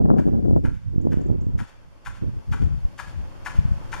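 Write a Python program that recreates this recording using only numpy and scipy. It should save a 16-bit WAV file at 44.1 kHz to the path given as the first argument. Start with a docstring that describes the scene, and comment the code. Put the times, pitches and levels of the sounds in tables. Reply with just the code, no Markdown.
"""A village street with stone walls, where hard, hollow knocks come about twice a second and grow louder.
Each knock is a quick run of contacts that ring a hollow body, inside a short puff of hiss.
The houses throw the sound back. Gusts buffet the microphone, a small bird ticks four times,
and a wash of faraway outdoor noise slowly rises."""
import sys
import numpy as np
from scipy import signal
from scipy.fft import rfft, irfft
from scipy.io import wavfile

SR = 44100
rng = np.random.default_rng(int(sys.argv[2]) if len(sys.argv) > 2 else 0)


def unload_audio(sound):
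    """Save the sound as a 16-bit wav file, at the path given as the first command line argument."""
    columns = np.transpose(np.atleast_2d(sound))
    # keep every value between -1 and 1, then stretch to whole-number steps
    steps = np.round(np.clip(columns, -1, 1) * 32767)
    wavfile.write(sys.argv[1], SR, steps.astype(np.int16))


N = 176400

# the knocks: t/s, body level/dB, hiss level/dB, stretch factor for the contact delays
KNOCKS = [(0.183, -36.5, -62, 1.0), (0.649, -33, -61.5, 1.0), (1.120, -38.5, -62.5, 1.16),
          (1.59, -33, -56, 1.17), (2.061, -30, -55, 1.01), (2.525, -27, -54, 1.005),
          (2.990, -27, -50.5, 1.0), (3.461, -23, -48.5, 1.1), (3.928, -24.5, -48.5, 1)]
# the contacts within one knock: delay/s, level/dB, favoured f/Hz, reach around it/octaves
CONTACTS = [(0.0, 1, 1620, 0.61), (.0032, -1.5, 1750, .35), (.0058, -7, 1540, 1.3), (.009, 2.5, 1350, 0.66),
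            (0.0122, -1, 920, .3), (0.0186, -3.5, 1220, .6)]


def amp(db):
    """Turns decibels into a gain to multiply by."""
    return 10 ** (np.asarray(db) / 20)


def unit(x):
    """Scales a signal to an average strength (rms) of 1."""
    return x / np.sqrt(np.mean(x ** 2) + 1e-20)


def read(points, hz):
    """Looks up values between a table's rows, on a log-frequency scale."""
    f, value = np.transpose(points)
    return np.interp(np.log(hz + 1), np.log(f + 1), value)


def curve(table, column):
    """Turns one dB column of a time table into a gain for every sample."""
    rows = np.array(table)
    return amp(np.interp(np.arange(N) / SR, rows[:, 0], rows[:, column]))


def add(mix, start, sound):
    """Mixes a sound in at a start time in seconds."""
    part = mix[max(round(start * SR), 0):][:len(sound)]
    part += sound[:len(part)]


def noise(colour, peaks=()):
    """Steady noise with a colour (its level at each frequency) and optional resonances."""
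    hz = np.fft.rfftfreq(N, 1 / SR)
    peaks_db = sum(lift * np.exp(-((hz - centre) / width) ** 2) for centre, width, lift in peaks)
    return unit(irfft(rfft(rng.standard_normal(N)) * amp(read(colour, hz) + peaks_db), N))


def wobble(hz):
    """Smooth random motion, up to about the given rate."""
    keep_slow = np.exp(-(np.fft.rfftfreq(N, 1 / SR) / hz) ** 2)
    return unit(irfft(rfft(rng.standard_normal(N)) * keep_slow, N))


def street_reverb(x):
    """Sound lingers between the houses; its tail slowly changes as the microphone turns."""
    # how long the street rings: f/Hz, time to fade by 60 dB/s
    fade_times = [(300, 0.68), (1000, 0.71), (2500, 0.89), (6000, 0.59), (13000, 0.12)]
    out, progress = np.zeros((2, N)), np.arange(N) / N
    for centre in np.linspace(0, 1, num=5):  # five tails, each blending into the next
        hz, t, spectrum = signal.stft(rng.standard_normal((2, SR)), SR, nperseg=256)
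        fade = amp(-60 * t / read(fade_times, hz)[:, None])
        tail = signal.istft(spectrum * fade * (1 - np.exp(-t / 0.0046)), SR)[1]
        share = np.cos(np.pi / 2 * np.minimum(abs(progress - centre) * 4, 1))
        out += signal.fftconvolve((x * share)[None], tail / np.linalg.norm(tail[0]), axes=1)[:, :N]
    return out * amp([[0], [-3.5]])  # softer on the right


def in_street(x, right_db, reverb_db):
    """A sound reaches the left ear first, followed by wall echoes and the street's reverb."""
    # echoes off the walls: delay/s, left level/dB, right level/dB
    wall_echoes = [(0.019, -17.5, -27), (.036, -12.5, -21), (.049, -16.5, -26), (.08, -23.5, -24.5),
                   (.105, -27, -28)]
    right_lag_s = .000032
    out = np.array([x, amp(right_db) * x])
    for delay, *sides_db in wall_echoes:
        for side, db in zip(out, sides_db):
            add(side, delay, amp(db) * x)
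    out[1] = irfft(rfft(out[1]) * np.exp(-2j * np.pi * np.fft.rfftfreq(N, 1 / SR) * right_lag_s), N)
    return out + amp(reverb_db) * street_reverb(x)


def outdoor_air():
    """A faraway wash with a few faint resonances, plus fine hiss, different at each ear."""
    # background loudness: t/s, wash level/dB, hiss level/dB
    levels = [(0, -58, -72), (.5, -68, -67.5), (1.2, -53.5, -69), (1.9, -55.5, -68), (2.5, -51, -63.5),
              (3.0, -50, -62), (3.35, -46, -61), (4, -43, -57)]
    # colours of the wash and the hiss: f/Hz, level/dB
    wash_colour = [(40, 18.5), (150, -1), (300, 8), (440, 1.5), (1050, 2.5), (1900, -10), (3000, -15.5),
                   (4500, -26), (9000, -41)]
    hiss_colour = [(500, -18.5), (2000, 6), (3200, 1), (5000, 1), (7200, -4.5), (9500, -8), (12500, -11.5),
                   (14500, -20)]
    # resonances in the wash: f/Hz, width/Hz, lift/dB
    wash_peaks = [(552, 66, 6.5), (874, 28, 4.5), (1550, 52, 3.5), (2730, 89, 6.5), (3160, 50, 11)]
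    ears = []
    for _ in range(2):
        wash = curve(levels, column=1) * noise(wash_colour, wash_peaks) * amp(1.65 * wobble(hz=26))
        ears.append(wash + curve(levels, column=2) * noise(hiss_colour))
    return np.array(ears)


def bird_ticks():
    """A small bird's thin, slightly rough whistles sweep upward so fast that they sound like ticks."""
    # the ticks: t/s, level/dB
    ticks = [(1.01, -59.5), (1.209, -60), (1.26, -61), (1.407, -58.5)]
    length_s, low_hz, top_hz = 0.017, 4880, 7400
    out, progress = np.zeros(N), np.arange(0, length_s, 1 / SR) / length_s
    sweep_hz = low_hz + (top_hz - low_hz) * np.sin(1.9 * progress ** 0.78)
    for start, db in ticks:
        rough_hz = sweep_hz * (1 + .06 * wobble(hz=1180)[:len(progress)])
        whistle = np.sin(2 * np.pi * np.cumsum(rough_hz) / SR)
        add(out, start, amp(db) * np.sin(np.pi * progress) * whistle)
    return in_street(out, right_db=1.0, reverb_db=-4)


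def wind_on_microphone():
    """Gusts rumble, flutter and pop, pushing the two channels opposite ways; hard gusts also rasp."""
    # wind strength: t/s, rumble level/dB, flutter level/dB
    gusts = [(0.0, -17, -20), (.08, -19, -16.5), (.115, -24, -14), (.21, -22.5, -18.5), (.235, -23.5, -30),
             (.27, -21.5, -22), (.42, -20, -24.5), (.53, -16, -22.5), (.58, -15.5, -20), (.615, -22, -39),
             (.65, -17.5, -21), (.72, -23.5, -38), (.82, -39, -61), (.88, -21.5, -62), (.97, -29, -25.5),
             (1.0, -23.5, -37.5), (1.06, -23, -24), (1.17, -21.5, -30.5), (1.25, -22.5, -33.5),
             (1.3, -21, -23.5), (1.38, -24.5, -37), (1.62, -19.5, -37), (1.68, -51.5, -63),
             (1.88, -43, -72), (2.02, -50, -69), (2.09, -33.5, -51.5), (2.18, -42, -71), (2.235, -20, -27),
             (2.31, -28.5, -47), (2.37, -27, -40.5), (2.44, -47, -66), (2.51, -16.5, -39),
             (2.57, -29.5, -39), (2.62, -19, -31.5), (2.68, -21, -39), (2.72, -23.5, -52),
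             (3.0, -43.5, -56), (3.22, -26, -64), (3.3, -39, -65), (3.54, -36, -64), (3.59, -21, -52),
             (3.71, -21.5, -55), (3.8, -33, -67)]
    # colours of the deep rumble, the flutter above it and the rasp: f/Hz, level/dB
    rumble_colour = [(10, -35), (25, 0), (50, 3), (110, 3.5), (165, -4), (240, -16.5), (1200, -86)]
    flutter_colour = [(60, -21.5), (150, -1), (230, -0.5), (330, -6), (480, -14), (700, -31), (1300, -67)]
    rasp_colour = [(100, -20), (300, -2), (730, -1), (880, -13.5), (1150, -18.5), (2100, -38), (3500, -72)]
    # small swirls of air that pop: t/s, strength (+ pushes, - sucks), width/s
    pops = [(0.088, -0.33, 0.00068), (0.097, 0.64, 0.00094), (.103, -0.82, 0.00045), (0.267, 0.69, .0012),
            (.277, -0.67, 0.001), (.484, -0.53, 0.00099), (.511, 0.73, 0.00092), (.532, 0.65, 0.0012),
            (.564, 0.94, 0.00072), (.961, -0.38, 0.0016), (.982, 0.69, 0.0017), (1.052, -0.55, 0.0014),
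            (1.071, 0.72, 0.00077), (1.142, 0.55, 0.0012), (1.173, 0.58, 0.0014), (1.302, 0.4, .001),
            (1.316, -0.53, 0.0018), (1.469, 0.33, 0.0015), (2.627, -0.44, .0018), (2.853, -0.39, 0.0051),
            (3.59, -0.9, 0.0031), (3.72, 0.5, 0.0028)]
    # the side the wind favours as the microphone turns: t/s, left minus right/dB
    balance = [(0.15, 2), (.6, -1.68), (2.3, -2.1), (2.6, 3.5), (4, 1.5)]
    flap_hz = 21 * (1 + .4 * wobble(hz=12))
    flaps = unit(amp(3 * np.sin(2 * np.pi * np.cumsum(flap_hz) / SR)))
    rumble_gain = curve(gusts, column=1) * amp(-1) * flaps
    gust_gain = curve(gusts, column=2) * flaps * unit(amp(2.3 * wobble(hz=64)))
    # two separate noises: push moves the channels opposite ways, common moves them together
    push, common = (rumble_gain * noise(rumble_colour)
                    + amp(2) * gust_gain * noise(flutter_colour)
                    + amp(-1.5) * gust_gain ** 1.604 * noise(rasp_colour) for _ in range(2))
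    for when, strength, width in pops:
        offset = (np.arange(N) / SR - when) / width
        wake = np.exp(-(offset / 4) ** 2)
        pulse = 1.25 / (1 + offset ** 2) ** 2 - .28 * wake
        push = push * (1 - .7 * wake) + strength * pulse  # the noise dips around each pop
    common = common * amp(-11) / 2
    lean = np.sqrt(curve(balance, column=1)) * np.exp(0.1 * wobble(hz=6.7))
    stereo = np.array([common + push * lean, common - np.roll(push, shift=4) / lean])
    rounded = stereo / (1 + stereo ** 4) ** (1 / 4)  # squashes the biggest peaks
    return signal.sosfiltfilt(signal.butter(4, 1900, fs=SR, output="sos"), rounded)


def hiss_puffs():
    """Gritty hiss swells just ahead of each knock, snaps at each contact and dies; a soft swell follows."""
    lead_s, rise_s, puff_fade_s, snap_fade_s = 0.014, 0.025, 0.11, 0.015  # fades are for a 60 dB drop
    level, t = np.zeros(N), np.arange(SR // 4) / SR
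    puff_db = -8.5 * np.maximum(1 - t / rise_s, 0) - 60 * np.maximum(t - rise_s, 0) / puff_fade_s
    puff = amp(puff_db) * np.minimum(t / 0.004, 1)
    late_swell = np.exp(-((t - 0.099) / 0.023) ** 2)
    for start, _, db, stretch in KNOCKS:
        add(level, start - lead_s, amp(db + 10.5) * puff)
        add(level, start, amp(db - 1) * late_swell)
        for delay, contact_db, *_ in CONTACTS:
            snap = amp(db + contact_db - 4 - 60 * t / snap_fade_s)
            add(level, start + delay * stretch, snap)
    # colour of the puff: f/Hz, level/dB
    puff_colour = [(400, -2.5), (1000, 9), (2400, 5.5), (3500, 3), (5000, -1), (7200, -0.5), (9500, -6.5),
                   (12500, -7), (15000, -29.5)]
    gritty_hiss = noise(puff_colour) * amp(1.26 * wobble(hz=500))
    return in_street(level * gritty_hiss, right_db=-5, reverb_db=-6)


def hollow_knocks():
    """Several quick contacts ring one hollow body; the early ones sound higher than the late ones."""
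    # the tones the body rings with: f/Hz, level/dB, time to fade by 60 dB/s
    body_tones = [(837, -3.5, 0.033), (964, -2, 0.036), (1121, -10.5, 0.062), (1362, -6, 0.049),
                  (1484, -5.5, 0.05), (1646, 0.5, 0.025), (1828, -10, 0.03), (2028, -11, 0.055),
                  (2350, -8, 0.046), (2534, -6.5, 0.016), (2958, -6, 0.027), (8640, -9, 0.14)]
    jitter_s, detune = .0006, 0.022
    out, t = np.zeros(N), np.arange(SR // 4) / SR
    hz, tone_db, fade_s = np.transpose(body_tones)
    attack = 1 - np.exp(-t / .0005)
    fades = amp(-60 * t / fade_s[:, None])
    for start, db, _, stretch in KNOCKS:
        for delay, contact_db, favoured_hz, reach in CONTACTS:
            # tones near the contact's favoured pitch are struck hardest
            drive = 0.029 + np.exp(-.5 * (np.log2(hz / favoured_hz) / reach) ** 2)
            pitch = hz * (1 + detune * rng.standard_normal(len(hz)) * (hz < 4410))  # top tone stays put
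            phase = rng.uniform(0, 2 * np.pi, (len(hz), 1))
            tones = fades * np.sin(2 * np.pi * pitch[:, None] * t + phase)
            ring = (drive * amp(tone_db)) @ tones
            when = start + delay * stretch + jitter_s * rng.standard_normal()
            add(out, when, amp(db + contact_db - .5) * ring * attack)
    return in_street(out, right_db=-12, reverb_db=-14)


def scene():
    """Everything heard in the street, in stereo."""
    return hollow_knocks() + hiss_puffs() + wind_on_microphone() + bird_ticks() + outdoor_air()


def record(dry):
    """The ends fade briefly; the microphone weakens two narrow bands and cuts the highest treble."""
    # dips in the microphone's response: f/Hz, width/Hz, depth (0 to 1)
    dips = [(3943, 195, 0.66), (7950, 190, .9)]
    fade_s, cutoff_hz = .004, 14900
    hz = np.fft.rfftfreq(N, 1 / SR)
    response = np.prod([1 - depth * np.exp(-((hz - f) / width) ** 2) for f, width, depth in dips], axis=0)
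    treble_cut = signal.firwin(511, cutoff_hz, window=("kaiser", 9), fs=SR)
    from_end_s = np.minimum(np.arange(N), np.arange(N)[::-1]) / SR
    soft_ends = np.sin(np.pi / 2 * np.minimum(from_end_s / fade_s, 1)) ** 2
    return signal.oaconvolve(irfft(rfft(dry * soft_ends) * response, N), treble_cut[None], "same")


dry = scene()
out = record(dry)
unload_audio(out)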